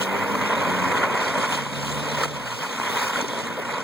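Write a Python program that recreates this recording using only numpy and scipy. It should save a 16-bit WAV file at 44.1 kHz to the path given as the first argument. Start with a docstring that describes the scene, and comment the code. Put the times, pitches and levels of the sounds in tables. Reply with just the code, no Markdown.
"""Car sliding past on wet gravel

Tyres grind over gravel: five bands of patchy noise and random stone clicks, from low rumble to spray.
Thrown stones ring the wheel arches, clods thump under the floor and pebbles tick, as decaying tones and puffs.
Under it the engine hums, as four sines locked to a gliding firing rate.
A small camera picks it up with one microphone and widens it into stereo by shifts of phase and level.
"""
import sys
import numpy as np
from scipy import signal
from scipy.fft import rfft, irfft, next_fast_len
from scipy.io import wavfile
from scipy.ndimage import uniform_filter1d, map_coordinates

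SR = 44100
rng = np.random.default_rng(int(sys.argv[2]) if len(sys.argv) > 2 else 0)


def log_audio(samples):
    """Write samples as a 16-bit WAV file to the path given in sys.argv[1]."""
    # one column per channel
    frames = np.atleast_2d(samples).T
    # limit to full scale, then quantise
    limited = np.clip(frames, -1, 1)
    pcm = np.round(limited * 32767).astype(np.int16)
    wavfile.write(sys.argv[1], SR, pcm)


N = 168903

# Course of the slide. Each row: time in seconds, then the base levels of growl, grind, hiss, spray
# and rumble, each in dB.
SLIDE_LEVELS = [(0.0, -30, -30, -39, -40, -34), (0.02, -30.5, -29.5, -28.5, -40, -35),
                (0.07, -32.5, -28.5, -39.5, -44, -43.5), (0.1, -32.5, -27, -41, -45.5, -39.5),
                (0.38, -30.5, -26.5, -38, -43.5, -33), (0.49, -33, -24.5, -36, -46, -35),
                (0.5, -24.5, -22.5, -35, -47, -35), (0.6, -31, -25.5, -37, -46, -32),
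                (0.8, -31.5, -26, -37, -46, -35), (1.04, -28, -22.5, -35, -46, -35),
                (1.08, -29.5, -26, -39.5, -49, -32.5), (1.23, -30.5, -25, -34, -48, -38.5),
                (1.36, -31, -26.5, -36, -48, -33.5), (1.41, -32, -27.5, -34.5, -48, -33),
                (1.45, -30, -21.5, -30.5, -46, -41), (1.47, -36, -29.5, -37, -47, -38.5),
                (1.52, -36, -26, -29.5, -40.5, -35), (1.66, -38.5, -34, -40, -52, -39.5),
                (1.91, -35, -32, -33, -44.5, -37), (2.07, -34, -31, -36, -49, -39),
                (2.212, -32.5, -27.5, -33.5, -44, -34.5), (2.233, -31, -27, -32.5, -40, -44),
                (2.238, -35, -28, -29, -37, -44), (2.256, -27, -28, -32.5, -45, -49),
                (2.27, -37.5, -36.5, -38, -50, -42), (2.41, -39.5, -34.5, -41, -52, -41),
                (2.53, -41.5, -31, -36.5, -48, -47), (2.57, -40, -39.5, -38, -49, -44),
                (2.63, -41, -29, -36.5, -46, -42.5), (2.69, -39, -31.5, -37, -48, -44.5),
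                (2.86, -37.5, -29, -36, -47, -39), (3.0, -34, -26, -32, -39, -41.5),
                (3.15, -37, -29, -34.5, -45, -39), (3.21, -32, -25.5, -32.5, -45, -37.5),
                (3.23, -39.5, -33, -38, -49, -40.5), (3.39, -33.5, -32, -35.5, -50, -39.5),
                (3.57, -40.5, -32, -43.5, -52, -41.5), (3.59, -27.5, -31.5, -43, -44, -41),
                (3.64, -44, -33.5, -42, -55, -44), (3.69, -35.5, -29, -38.5, -51, -40.5),
                (3.83, -35.5, -32, -40.5, -55, -39)]

# Colours of the tyre bands, low to high. Each row: frequency in Hz, relative density in dB per Hz.
RUMBLE_COLOUR = [(20, -70), (45, -89), (65, -74.5), (110, -60), (200, -57.5), (290, -52.5), (340, -83.5),
                 (420, -120)]
GROWL_COLOUR = [(200, -110), (290, -64), (340, -61), (480, -55), (620, -57), (740, -62), (900, -103),
                (1300, -140)]
GRIND_COLOUR = [(450, -110), (600, -80.5), (740, -62.5), (1000, -52.5), (1200, -59.5), (1440, -58),
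                (1680, -64.5), (1930, -61), (2200, -68.5), (2500, -66.5), (2800, -70.5), (3300, -72),
                (4500, -140)]
HISS_COLOUR = [(1500, -130), (2200, -85), (2700, -72), (3200, -68.5), (3800, -71), (4700, -76.5),
               (6500, -76), (8800, -79.5), (10000, -87), (11500, -110)]
SPRAY_COLOUR = [(6000, -140), (8500, -98), (9800, -89), (11000, -88), (13000, -88.5), (14200, -86.5),
                (15800, -86)]

# Stones striking the wheel arches. Each row: start in seconds, level in dB, pitch in Hz,
# time for the ring to fall 60 dB in seconds.
ARCH_STONES = [(0.013, -15, 980, .02), (0.353, -6, 1160, .012), (0.652, -10.5, 1054, 0.022),
               (0.946, -10, 1050, 0.018), (1.031, -11, 1430, 0.034), (1.044, -16, 1000, 0.025),
               (1.153, -7.5, 972, .02), (1.432, -10, 1010, 0.017), (2.2348, -10, 1300, 0.028),
               (2.7996, -1.5, 1007, 0.006), (3.157, -13.5, 1430, 0.036), (3.204, -14, 947, 0.023),
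               (3.334, -9, 945, 0.0087)]
# Clods under the floor. Each row: start in seconds, level in dB, pitch in Hz.
FLOOR_CLODS = [(1.359, -15, 587), (3.224, -17, 274), (3.242, -17, 395), (3.334, -22, 550),
               (3.594, -16.5, 432.4)]
# Bright pebble ticks. Each row: start in seconds, level in dB before a 1.5 dB trim.
PEBBLE_TICKS = [(3.2103, -19), (3.281, -23)]

# Course of the engine. Each row: time in seconds, mean firing rate in Hz, level in dB.
ENGINE_COURSE = [(0, 188.4, -43), (.1, 194.8, -36.5), (.3, 206.6, -38), (.5, 210, -42), (.63, 195, -61),
                 (.69, 182.2, -33), (.92, 181.5, -34.5), (.98, 173, -49.5), (1.45, 160.1, -48),
                 (1.6, 141.6, -43.5), (1.72, 141, -40), (1.96, 148, -36), (2.3, 150.4, -40.5),
                 (2.47, 124.2, -45.5), (2.58, 117, -48), (2.7, 215, -49), (2.75, 222.7, -42.5),
                 (2.95, 227, -44.5), (3.1, 238, -56), (3.38, 229.7, -42), (3.62, 231, -43),
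                 (3.83, 238, -58)]
# Engine orders. Each row: multiple of the firing rate, level in dB, depth of the level waver in dB.
ENGINE_ORDERS = [(.5, -13, 3), (1, 0, .8), (1.5, -7, 3), (2, -7, 3)]

# The stereo widener, right against left. Each row: frequency in Hz, phase lead in radians,
# level in dB, unrelated share from 0 to 1. Ignored inside the band where both sides are the same.
WIDENER = [(40, 2.4, 1.5, .3), (130, 1.6, 2, .12), (240, .7, 0, .15), (300, .6, -5, .3), (350, 1.2, -3, .2),
           (470, .6, 1.7, .1), (650, .05, -.5, .17), (730, .3, -5, .28), (785, .8, -1.5, .2),
           (960, .25, 1.7, .1), (1120, 0, 0, .05), (1200, 0, 0, .02), (1540, 0, 0, .03), (1650, 0, 1, .2),
           (1830, 0, 0, .25), (2000, .4, 2.5, .3), (2130, 0, 8, .45), (2280, -1.1, 5, .6),
           (2450, -1.8, 4.5, .9), (2560, -2.7, 2.5, 1)]

CRACK_DB, CRACK_T60_S = -16, 0.0062  # level is relative to the stone
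CLOD_T60_S = 0.036
TICK_HZ, TICK_T60_S = 6280, 0.023
PITCH_WAVER = .003  # share of the firing rate
SAME_FROM_HZ, SAME_TO_HZ = 1190, 1545  # both sides alike between these
TREBLE_LAG_SAMPLES, TREBLE_UNRELATED = 16, .5  # delay of the right side; share from 0 to 1
TOP_HZ = 15770


def amp(db):
    """Decibels to amplitude."""
    return 10 ** (np.asarray(db) / 20)


def unit(x):
    """Scale to an rms of 1."""
    return x / np.sqrt(np.mean(x ** 2) + 1e-20)


def along(points, hz):
    """Columns after the frequency, read on a log axis."""
    f, *cols = np.transpose(points)
    return [np.interp(np.log(hz + 1), np.log(f + 1), c) for c in cols]


def curves(rows):
    """One value per sample for each column after the time."""
    s, *cols = np.transpose(rows)
    return [np.interp(np.arange(N) / SR, s, c) for c in cols]


def wobble(rate):
    """A smooth random curve with this many knots a second."""
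    knots = rng.standard_normal(int(N * rate / SR) + 4)
    return map_coordinates(knots, [np.arange(N) * rate / SR])


def filtered(x, response):
    """Apply a complex response of frequency, padded so that tails do not wrap round."""
    m = 2 * next_fast_len(N // 2 + SR // 4)
    return irfft(rfft(x, m) * response(np.fft.rfftfreq(m, 1 / SR)), m)[..., :N]


def causal(colour):
    """Minimum-phase response of a colour, so that it rings only after each click."""
    def response(hz):
        cepstrum = irfft(np.log(amp(along(colour, hz)[0])))
        half = len(cepstrum) // 2
        # fold the part before time zero onto the part after it
        cepstrum[1:half] *= 2
        cepstrum[half + 1:] = 0
        return np.exp(rfft(cepstrum))[:len(hz)]
    return response


def crunch(colour, per_s, spread_db, grain_share, patchy_db):
    """Gravel under load: patchy noise mixed with random stone clicks, coloured, rms 1."""
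    z = signal.stft(rng.standard_normal(N), nperseg=512)[2]
    field = uniform_filter1d(rng.standard_normal(z.shape), 5, 0)  # patches across frequency
    field = uniform_filter1d(field, 6, 1)  # and across time
    bed = unit(signal.istft(z * amp(patchy_db * unit(field)), nperseg=512)[1][:N])
    chance, sign, size = rng.random((3, N))
    # many small clicks, few large ones
    size = amp(-spread_db * np.log(size + 0.0064))
    clicks = unit((chance < per_s / SR) * np.sign(sign - .5) * size)
    share = np.clip(grain_share, 0, 1)  # share of the power
    mix = np.sqrt(1 - share) * bed + np.sqrt(share) * clicks
    return unit(filtered(mix, causal(colour)))


def tyres():
    """Five bands of the slide; clumps of gravel shake all but the rumble together."""
    growl_db, grind_db, hiss_db, spray_db, rumble_db = curves(SLIDE_LEVELS)
    clumps = 0.69 * wobble(29.94) + wobble(110)  # dB
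    growl = amp(growl_db + 0.69 * clumps) * crunch(
        GROWL_COLOUR, per_s=600, spread_db=1.5, grain_share=0.36, patchy_db=0.8)
    grind = amp(grind_db + 0.95 * clumps) * crunch(
        GRIND_COLOUR, per_s=1500, spread_db=2.5, grain_share=0.47, patchy_db=1.54)
    # hiss and spray flutter faster on their own as well
    hiss = amp(hiss_db + 0.57 * clumps + wobble(200)) * crunch(
        HISS_COLOUR, per_s=2200, spread_db=2.5, grain_share=0.18, patchy_db=2.6)
    spray = amp(spray_db + .8 * clumps + .8 * wobble(200)) * crunch(
        SPRAY_COLOUR, per_s=3000, spread_db=2.5, grain_share=.2, patchy_db=2.2)
    rumble = amp(rumble_db) * crunch(
        RUMBLE_COLOUR, per_s=180, spread_db=2.0, grain_share=0.058, patchy_db=0.05)
    return growl + grind + hiss + spray + rumble


def hit_time():
    """Seconds since a hit, for the tenth of a second that each one lasts."""
    return np.arange(SR // 10) / SR


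def add_hit(out, start_s, hit):
    """Add one hit to the track at its start."""
    out[round(start_s * SR):][:len(hit)] += hit


def arch_stones():
    """Each stone rings the wheel arch at two pitches over a short noisy crack."""
    out, t = np.zeros(N + SR), hit_time()
    attack = 1 - np.exp(-t / 0.00082)
    for start_s, db, hz, t60 in ARCH_STONES:
        ring = np.sin(2 * np.pi * hz * t) + 0.42 * np.sin(2 * np.pi * 1.35 * hz * t)
        dull_noise = uniform_filter1d(rng.standard_normal(len(t)), size=4)
        crack = amp(CRACK_DB - 60 * t / CRACK_T60_S) * dull_noise
        add_hit(out, start_s, amp(db) * (amp(-60 * t / t60) * ring * attack + crack))
    return out[:N]


def floor_clods():
    """Each clod thumps the floor as one low, decaying sine."""
    out, t = np.zeros(N + SR), hit_time()
    attack = 1 - np.exp(-t / 0.0017)
    for start_s, db, hz in FLOOR_CLODS:
        add_hit(out, start_s, amp(db - 60 * t / CLOD_T60_S) * np.sin(2 * np.pi * hz * t) * attack)
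    return out[:N]


def pebble_ticks():
    """Each tick is a short bright puff: noise passed through a brief burst of one pitch."""
    out, t = np.zeros(N + SR), hit_time()
    attack = 1 - np.exp(-t / 0.0011)
    burst = np.hanning(40) * np.sin(2 * np.pi * TICK_HZ * t[:40])
    for start_s, db in PEBBLE_TICKS:
        puff = unit(np.convolve(rng.standard_normal(len(t)), burst, "same"))
        add_hit(out, start_s, amp(db - 1.5 - 60 * t / TICK_T60_S) * puff * attack)
    return out[:N]


def engine():
    """Low orders locked to the firing rate, each slightly unsteady in level."""
    hz, db = curves(ENGINE_COURSE)
    turn = 2 * np.pi * np.cumsum(hz * (1 + PITCH_WAVER * wobble(25.5))) / SR
    hum = np.zeros(N)
    for multiple, order_db, waver_db in ENGINE_ORDERS:
        level = amp(order_db + waver_db * wobble(12))
        hum += level * np.sin(multiple * turn + 2 * np.pi * rng.random())
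    return np.sqrt(2) * amp(db) * hum  # root 2 brings a sine to rms 1


def scene():
    """The whole car at one microphone, the same in both channels."""
    car = tyres() + arch_stones() + floor_clods() + pebble_ticks() + engine()
    return np.array([car, car])


def widen(x):
    """Right is left turned in phase, in the treble inverted and delayed; some of the difference is scrambled."""
    z = signal.stft(x, nperseg=512)[2]
    scrambled = signal.istft(z * np.exp(2j * np.pi * rng.random(z.shape)), nperseg=512)[1][:N]
    scrambled = unit(scrambled) * x.std()

    def split(hz):
        """Responses of the middle, the related side and the unrelated side."""
        differs = (hz < SAME_FROM_HZ) | (hz > SAME_TO_HZ)
        lead, db, share = along(WIDENER, hz) * differs
        low = hz < WIDENER[-1][0]
        treble = -np.exp(-2j * np.pi * hz * TREBLE_LAG_SAMPLES / SR)
        right = np.where(low, amp(db) * np.exp(1j * lead), treble)
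        share = np.clip(np.where(low, share, TREBLE_UNRELATED), 0, 1)
        mid, side = (1 + right) / 2, (1 - right) / 2
        loose = np.where(low, np.abs(mid) * share, np.abs(side) * np.sqrt(share))
        # in the treble the scrambled part takes the place of related side
        related = side * np.where(low, 1, np.sqrt(1 - share))
        return np.array([mid, related, loose])

    mid, side = filtered(x, lambda hz: split(hz)[:2])
    side = side + filtered(scrambled, lambda hz: split(hz)[2])
    return np.array([mid + side, mid - side])


def record(dry):
    """The camera's one microphone, widened, with nothing above the band limit."""
    return filtered(widen(dry[0]), lambda hz: hz < TOP_HZ)


dry = scene()
out = record(dry)
log_audio(out)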